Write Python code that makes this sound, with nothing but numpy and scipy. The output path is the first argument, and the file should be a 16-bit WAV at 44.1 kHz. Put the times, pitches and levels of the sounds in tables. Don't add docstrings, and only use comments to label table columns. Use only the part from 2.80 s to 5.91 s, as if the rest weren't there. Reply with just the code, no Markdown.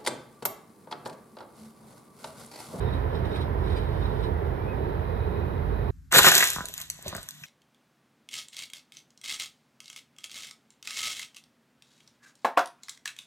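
import sys
import numpy as np
from scipy import signal
from scipy.fft import rfft, irfft
from scipy.io import wavfile

SR = 44100
rng = np.random.default_rng(int(sys.argv[2]) if len(sys.argv) > 2 else 0)


def dump(signal):
    limited = np.clip(np.atleast_2d(signal).T, -1, 1)
    pcm = np.round(limited * 32767).astype(np.int16)
    wavfile.write(sys.argv[1], SR, pcm)


N = 137151

MOTOR_HZ, MOTOR_TRIM_DB, HUM_SWAY_DB = 52.9, -3, 3
THROB_HZ, THROB_REST_DB, THROB_WIDTH_S = 78.4, -40, 0.023
ROLLER_HZ, ROLLER_DB, ROLLER_WANDER = 8.49, -38.5, 0.0016
RUMBLE_DB, RUMBLE_SWAY_DB = -32.5, 1.5
GANTRY_DB, GANTRY_SWELL_S = -37.5, 0.032
RUB_DB, RUB_UNEVEN_DB, SLIPS_PER_S, RUB_ATTACK_S, RUB_RELEASE_S = -54.5, 1, 9000, 0.0053, 0.013
CASE_SWAY_DB, CASE_DRIFT = 1.9, .005
SQUEAK_AT_S, SQUEAK_HZ, SQUEAK_WIDTH_S, SQUEAK_DB = .973, 4800, 0.0081, -50.5
ROAR_DB, ROAR_FALL_DB_PER_S = -35.5, .5
RING_DB, RING_FLICKER_DB = -62.5, 2
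WIND_DB, WIND_HZ, WIND_WIDTH_HZ, GUST_WIDTH_S = -50, 37.2, 18, .09
CHIRP_DB, CHIRP_WIDTH_S, CHIRP_ROUGHNESS = -58.5, 0.013, .013
BIRD_DB, HISS_DB = -53.5, -62.5
MIC_LAG_S = 0.000496
GANTRY_PAN_DB, BASS_PAN_DB = -7.5, -7.5
TOP_HZ, FADE_S = 15550, .006

# t/s, level/dB
MOTOR_ENVELOPE = [(0, -57), (.23, -31), (.44, -39), (.86, -30), (1.3, -30), (1.8, -38.5), (2.4, -34.5),
                  (2.67, -48), (2.9, -29), (3.11, -32)]
# t/s, level above rest/dB
THROBS = [(.13, 11), (.43, 9), (.65, 8), (.85, 11), (.94, 10.5), (1.24, 1), (1.54, 7), (1.68, 7.5),
          (2.08, 5), (2.21, 6.5), (2.35, 3), (2.59, 7.5), (2.84, 8.5), (2.98, 6)]
# f/Hz, level/dB
LOW_HUMS = [(95.7, -42.5), (127.3, -47), (183.9, -52)]
# f/Hz, relative level/dB
ROLLER_SPECTRUM = [(40, -19), (68, 7), (85, 25), (102, 7), (130, 17), (150, 12), (220, -3), (400, -54)]
# f/Hz, relative level/dB
BELT_SPECTRUM = [(15, -36), (25, -29), (42, -16), (58, 2.5), (78, 0), (110, -3.5), (170, -8.5),
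                 (240, -13.5), (330, -16.5), (600, -28), (1200, -78)]
# t/s, gain/dB
BASS_ENVELOPE = [(0, 1.5), (.25, -1), (.48, -1), (.88, -0.5), (1.3, 1.5), (1.75, -0.5), (2.4, -0.5),
                 (2.7, 0.5), (2.92, 2), (3.11, 0.5)]
# f/Hz, nominal width/Hz, relative level/dB
GANTRY_MODES = [(363.6, 65, -2.5), (426, 93, -1.5), (475, 56, -11), (943, 97, -11)]
# t/s, level above rest/dB
GANTRY_SWELLS = [(.04, 5.5), (.57, 4), (.88, 4.5), (.99, 3), (1.32, 4), (1.48, 4), (1.6, 2), (2.05, 3.5),
                 (2.5, 3.5), (3.09, 0)]
# t/s, relative level/dB
GRIP_ENVELOPE = [(0, 0), (.15, -1), (.23, -13), (.35, 0), (.42, -8), (.52, 4.5), (.63, 3), (.70, -24),
                 (.81, -2.5), (.88, 7.5), (1.01, 6), (1.1, -1.5), (1.23, 3.5), (1.3, 1), (1.46, 3),
                 (1.54, -44), (3.11, -14)]
# t/s, relative level/dB
SLIDES = [(.142, 7.5), (.355, 6.5), (.455, 4.5), (0.563, 13.5), (0.614, 12), (.905, 7), (.974, 11.5),
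          (1.439, 11), (1.665, -3)]
# f/Hz, relative level/dB
SCRAPE_SPECTRUM = [(500, -8), (1700, 6.5), (3300, 4.5), (5300, -6.5), (6200, -18.5), (7300, -22.5),
                   (8600, -14), (11000, -18), (15000, -26)]
# f/Hz, left minus right/dB
SCRAPE_PAN = [(1500, -24.5), (2500, -7), (3050, 8.5), (3800, -8), (5300, 2), (6200, 22), (10000, 22.5),
              (13000, 15)]
# f/Hz, nominal width/Hz, relative level/dB, left minus right/dB, right phase lag/rad
CASE_MODES = [(2416, 70, -1, 5.5, 1.5), (3095, 47, -1, 0, 1.5), (3623, 76, -3, 12, 1),
              (3890, 91, 7.5, -3.5, 3.0), (4350, 78, -16, 2, 1), (4780, 40, -8.5, -8, 4),
              (5260, 140, -12.5, 11, -0.5), (9140, 130, -30, 11, 3)]
# t/s, gain/dB
CASE_ENVELOPE = [(0, 0), (.6, 0), (.8, -2), (1.5, -0.5)]
# f/Hz, relative level/dB
ROAR_SPECTRUM = [(100, -5.5), (300, -1), (540, 1.5), (720, -0.5), (930, 0.5), (1040, -2), (1150, -8.5),
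                 (1450, -8.5), (1900, -11.5), (2200, -17.5), (2500, -22.5), (2800, -22.5), (3500, -25),
                 (3850, -31), (4300, -32.5), (5500, -41), (7500, -70), (15000, -76)]
# f/Hz, left minus right/dB
ROAR_PAN = [(300, -4), (700, -7), (880, -0.5), (1200, -8.5), (1800, -3.5), (2400, -3), (3800, 0.5),
            (4500, 9), (7000, 10.5)]
# f/Hz, share of power
ROAR_DIRECT = [(300, 0.89), (550, 0.87), (750, 0.34), (1400, 0.14), (2000, 0.52), (4000, 0), (7000, 0)]
# f/Hz, nominal width/Hz, relative level/dB
RING_BANDS = [(2485, 100, 3), (3873, 330, -3.5)]
# t/s, gain/dB
RING_ENVELOPE = [(0, -2), (.08, 7), (.15, 0), (.22, -1), (.75, -6), (1.5, -4), (1.85, -1), (2.15, 1.5),
                 (2.62, 5.5), (2.9, 2.5), (3.11, 4)]
# t/s, level above the steady breeze/dB
GUSTS = [(.97, 4), (1.3, 5), (2.96, 3)]
# t/s, f/Hz, relative level/dB
WHISTLE = [(1.76, 2326, -16), (1.81, 2310, -3), (1.85, 2374, -7), (1.885, 2505, 1), (1.915, 2530, 3),
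           (1.945, 2400, -3), (1.99, 2280, -16)]
# t/s, f/Hz, relative level/dB
CHIRPS = [(.025, 3900, -16), (.08, 3700, 8), (.14, 3770, 5), (.465, 3850, -3), (.52, 3760, 3)]
# f/Hz, relative level/dB
HISS_LEFT = [(2000, -15), (5500, -6.5), (6800, -8), (7200, -20), (7750, -27), (8050, -9), (9200, -3.5),
             (12000, -1), (15500, -3)]
HISS_RIGHT = [(2000, -15), (6500, -45), (8000, -28), (9700, -28), (10300, -8.5), (11800, 0), (13600, -2),
              (15500, -2)]


def drive():
    t = np.arange(N) / SR
    motor_tone = np.sin(2 * np.pi * MOTOR_HZ * t + 0.21 * walk(3.3))
    motor = undb(MOTOR_TRIM_DB + curve(MOTOR_ENVELOPE)) * motor_tone
    main_tone = np.sin(2 * np.pi * THROB_HZ * t + 0.5 * walk(6.7))
    throb = undb(THROB_REST_DB) * swells(THROBS, THROB_WIDTH_S) * main_tone
    hums = 0
    for hz, db in LOW_HUMS:
        gain = undb(db + HUM_SWAY_DB * walk(4.5))
        hums += gain * np.sin(2 * np.pi * (hz * t + rng.random()) + 0.57 * walk(2.55))
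    return from_side(np.sqrt(2) * (motor + throb + hums), BASS_PAN_DB)


def rollers():
    turns = np.cumsum(ROLLER_HZ * (1 + ROLLER_WANDER * walk(0.73))) / SR
    knocks = np.zeros(N)
    for place, strength in rng.random(size=(24, 2)):
        knocks += np.diff(np.floor(turns + place), prepend=0) * (strength - .5)
    rumble = filtered(knocks * undb(0.5 * walk(1.7)), undb(across(ROLLER_SPECTRUM)))
    return from_side(level(rumble, ROLLER_DB), BASS_PAN_DB)


def belt():
    rumble = field(undb(across(BELT_SPECTRUM)), direct=0.79, pan_db=BASS_PAN_DB)
    return level(rumble, RUMBLE_DB) * undb(RUMBLE_SWAY_DB * walk(0.67))


def gantry():
    drone = field(bands(GANTRY_MODES), direct=1.0, pan_db=GANTRY_PAN_DB)
    return level(drone, GANTRY_DB) * swells(GANTRY_SWELLS, GANTRY_SWELL_S)


def fingers():
    t = np.arange(N) / SR
    power = undb(curve(GRIP_ENVELOPE)) ** 2
    for at, db in SLIDES:
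        power += undb(db) ** 2 * np.exp(-np.maximum((at - t) / RUB_ATTACK_S, (t - at) / RUB_RELEASE_S))
    clicks = (rng.random((2, N)) < SLIPS_PER_S / SR) * rng.standard_normal((2, N))
    slips = clicks + 0.39 * rng.standard_normal((2, N))
    scrape = filtered(slips, panned(undb(across(SCRAPE_SPECTRUM)), across(SCRAPE_PAN)))
    rub = level(scrape, 0) + case(slips[0])
    return level(rub, RUB_DB) * np.sqrt(power) * undb(RUB_UNEVEN_DB * walk(30))


def case(slips):
    out = 0
    for hz, width, db, pan, lag in CASE_MODES:
        ring = signal.hilbert(filtered(slips, resonance(hz, 2 * width) ** 2))
        drift = 2 * np.pi * np.cumsum(hz * CASE_DRIFT * walk(12)) / SR
        detuned = np.real(ring * np.exp(1j * np.array([drift, drift - lag])))
        out += panned(detuned, pan) * undb(db + CASE_SWAY_DB * walk(13))
    return level(out, 0) * undb(curve(CASE_ENVELOPE))


def squeak():
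    squeal = tone(SQUEAK_HZ * (1 + 0.015 * walk(200)))
    return panned(squeal * undb(SQUEAK_DB) * bump(SQUEAK_AT_S, SQUEAK_WIDTH_S), db=2)


def roar():
    air = field(undb(across(ROAR_SPECTRUM)), across(ROAR_DIRECT), across(ROAR_PAN))
    return level(air, ROAR_DB) * undb(-ROAR_FALL_DB_PER_S * np.arange(N) / SR)


def case_rings():
    rings = field(bands(RING_BANDS), direct=0.3, pan_db=-0.5)
    return level(rings, RING_DB) * undb(curve(RING_ENVELOPE) + RING_FLICKER_DB * walk(6.3))


def wind():
    buffet = filtered(np.array([noise(), noise()]), resonance(WIND_HZ, WIND_WIDTH_HZ) ** 2)
    return panned(level(buffet, WIND_DB) * swells(GUSTS, GUST_WIDTH_S), BASS_PAN_DB)


def bird():
    t = np.arange(N) / SR
    hz = curve(WHISTLE) * (1 + 0.006 * walk(83))
    singing = (t > WHISTLE[0][0]) * (t < WHISTLE[-1][0])
    call = tone(hz) * undb(BIRD_DB + curve(WHISTLE, column=2)) * singing
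    trees = rng.standard_normal((2, N)) * np.exp(-t / .08)
    echoes = filtered(call, rfft(level(trees, 0)) / np.sqrt(N))
    return panned(call + undb(-8) * echoes, db=2)


def chirps():
    waver = 1 + CHIRP_ROUGHNESS * walk(150)
    calls = sum(tone(hz * waver) * undb(CHIRP_DB + db) * bump(at, CHIRP_WIDTH_S) for at, hz, db in CHIRPS)
    return panned(calls, db=-4.0)


def hiss():
    pair = [filtered(noise(), undb(across(spectrum))) for spectrum in (HISS_LEFT, HISS_RIGHT)]
    return level(np.array(pair), HISS_DB)


def field(response, direct, pan_db):
    share = np.clip(direct, 0, 1)
    straight = filtered(noise(), response * np.sqrt(share))
    scattered = filtered(np.array([noise(), noise()]), response * np.sqrt(1 - share))
    return from_side(straight + scattered, pan_db)


def from_side(x, pan_db):
    late = np.exp(-2j * np.pi * freqs() * MIC_LAG_S)
    return filtered(x, panned(np.array([np.ones(len(late)), late]), pan_db))


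def panned(x, db):
    return x * np.array([undb(db / 2), undb(-db / 2)]).reshape(2, -1)


def resonance(hz, width):
    return 1 / (1 + 1j * (freqs() / hz - hz / freqs()) * hz / width)


def bands(rows):
    return np.sqrt(sum(undb(db) ** 2 * abs(resonance(hz, width)) ** 4 for hz, width, db in rows))


def tone(hz):
    return np.sin(2 * np.pi * np.cumsum(hz) / SR)


def noise():
    return rng.standard_normal(N)


def walk(rate_hz):
    return level(filtered(noise(), 1 / (1 + (freqs() / rate_hz) ** 4)), 0)


def bump(at, width):
    return np.exp(-((np.arange(N) / SR - at) / width) ** 2 / 2)


def swells(rows, width):
    return 1 + sum((undb(db) - 1) * bump(at, width) for at, db in rows)


def curve(rows, column=1):
    rows = np.array(rows)
    return np.interp(np.arange(N) / SR, rows[:, 0], rows[:, column])


def across(points):
    hz, value = np.array(points).T
    return np.interp(np.log(freqs()), np.log(hz), value)


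def freqs():
    return np.maximum(np.arange(N // 2 + 1) * SR / N, 1)


def filtered(x, response):
    return irfft(rfft(x) * response, N)


def level(x, db):
    return x * undb(db) / np.sqrt(np.mean(x ** 2))


def undb(db):
    return 10 ** (np.asarray(db) / 20)


def scene():
    conveyor = drive() + (rollers() + belt()) * undb(curve(BASS_ENVELOPE)) + gantry()
    return conveyor + roar() + case_rings() + wind() + fingers() + squeak() + bird() + chirps() + hiss()


def record(dry):
    t = np.arange(N) / SR
    to_edge_s = np.minimum(t, t[::-1])
    fade = np.sin(np.pi / 2 * np.minimum(to_edge_s / FADE_S, 1)) ** 2
    lowpass = signal.ellip(10, .2, 80, TOP_HZ, fs=SR, output="sos")
    return signal.sosfilt(lowpass, dry * fade)


dry = scene()
out = record(dry)
dump(out)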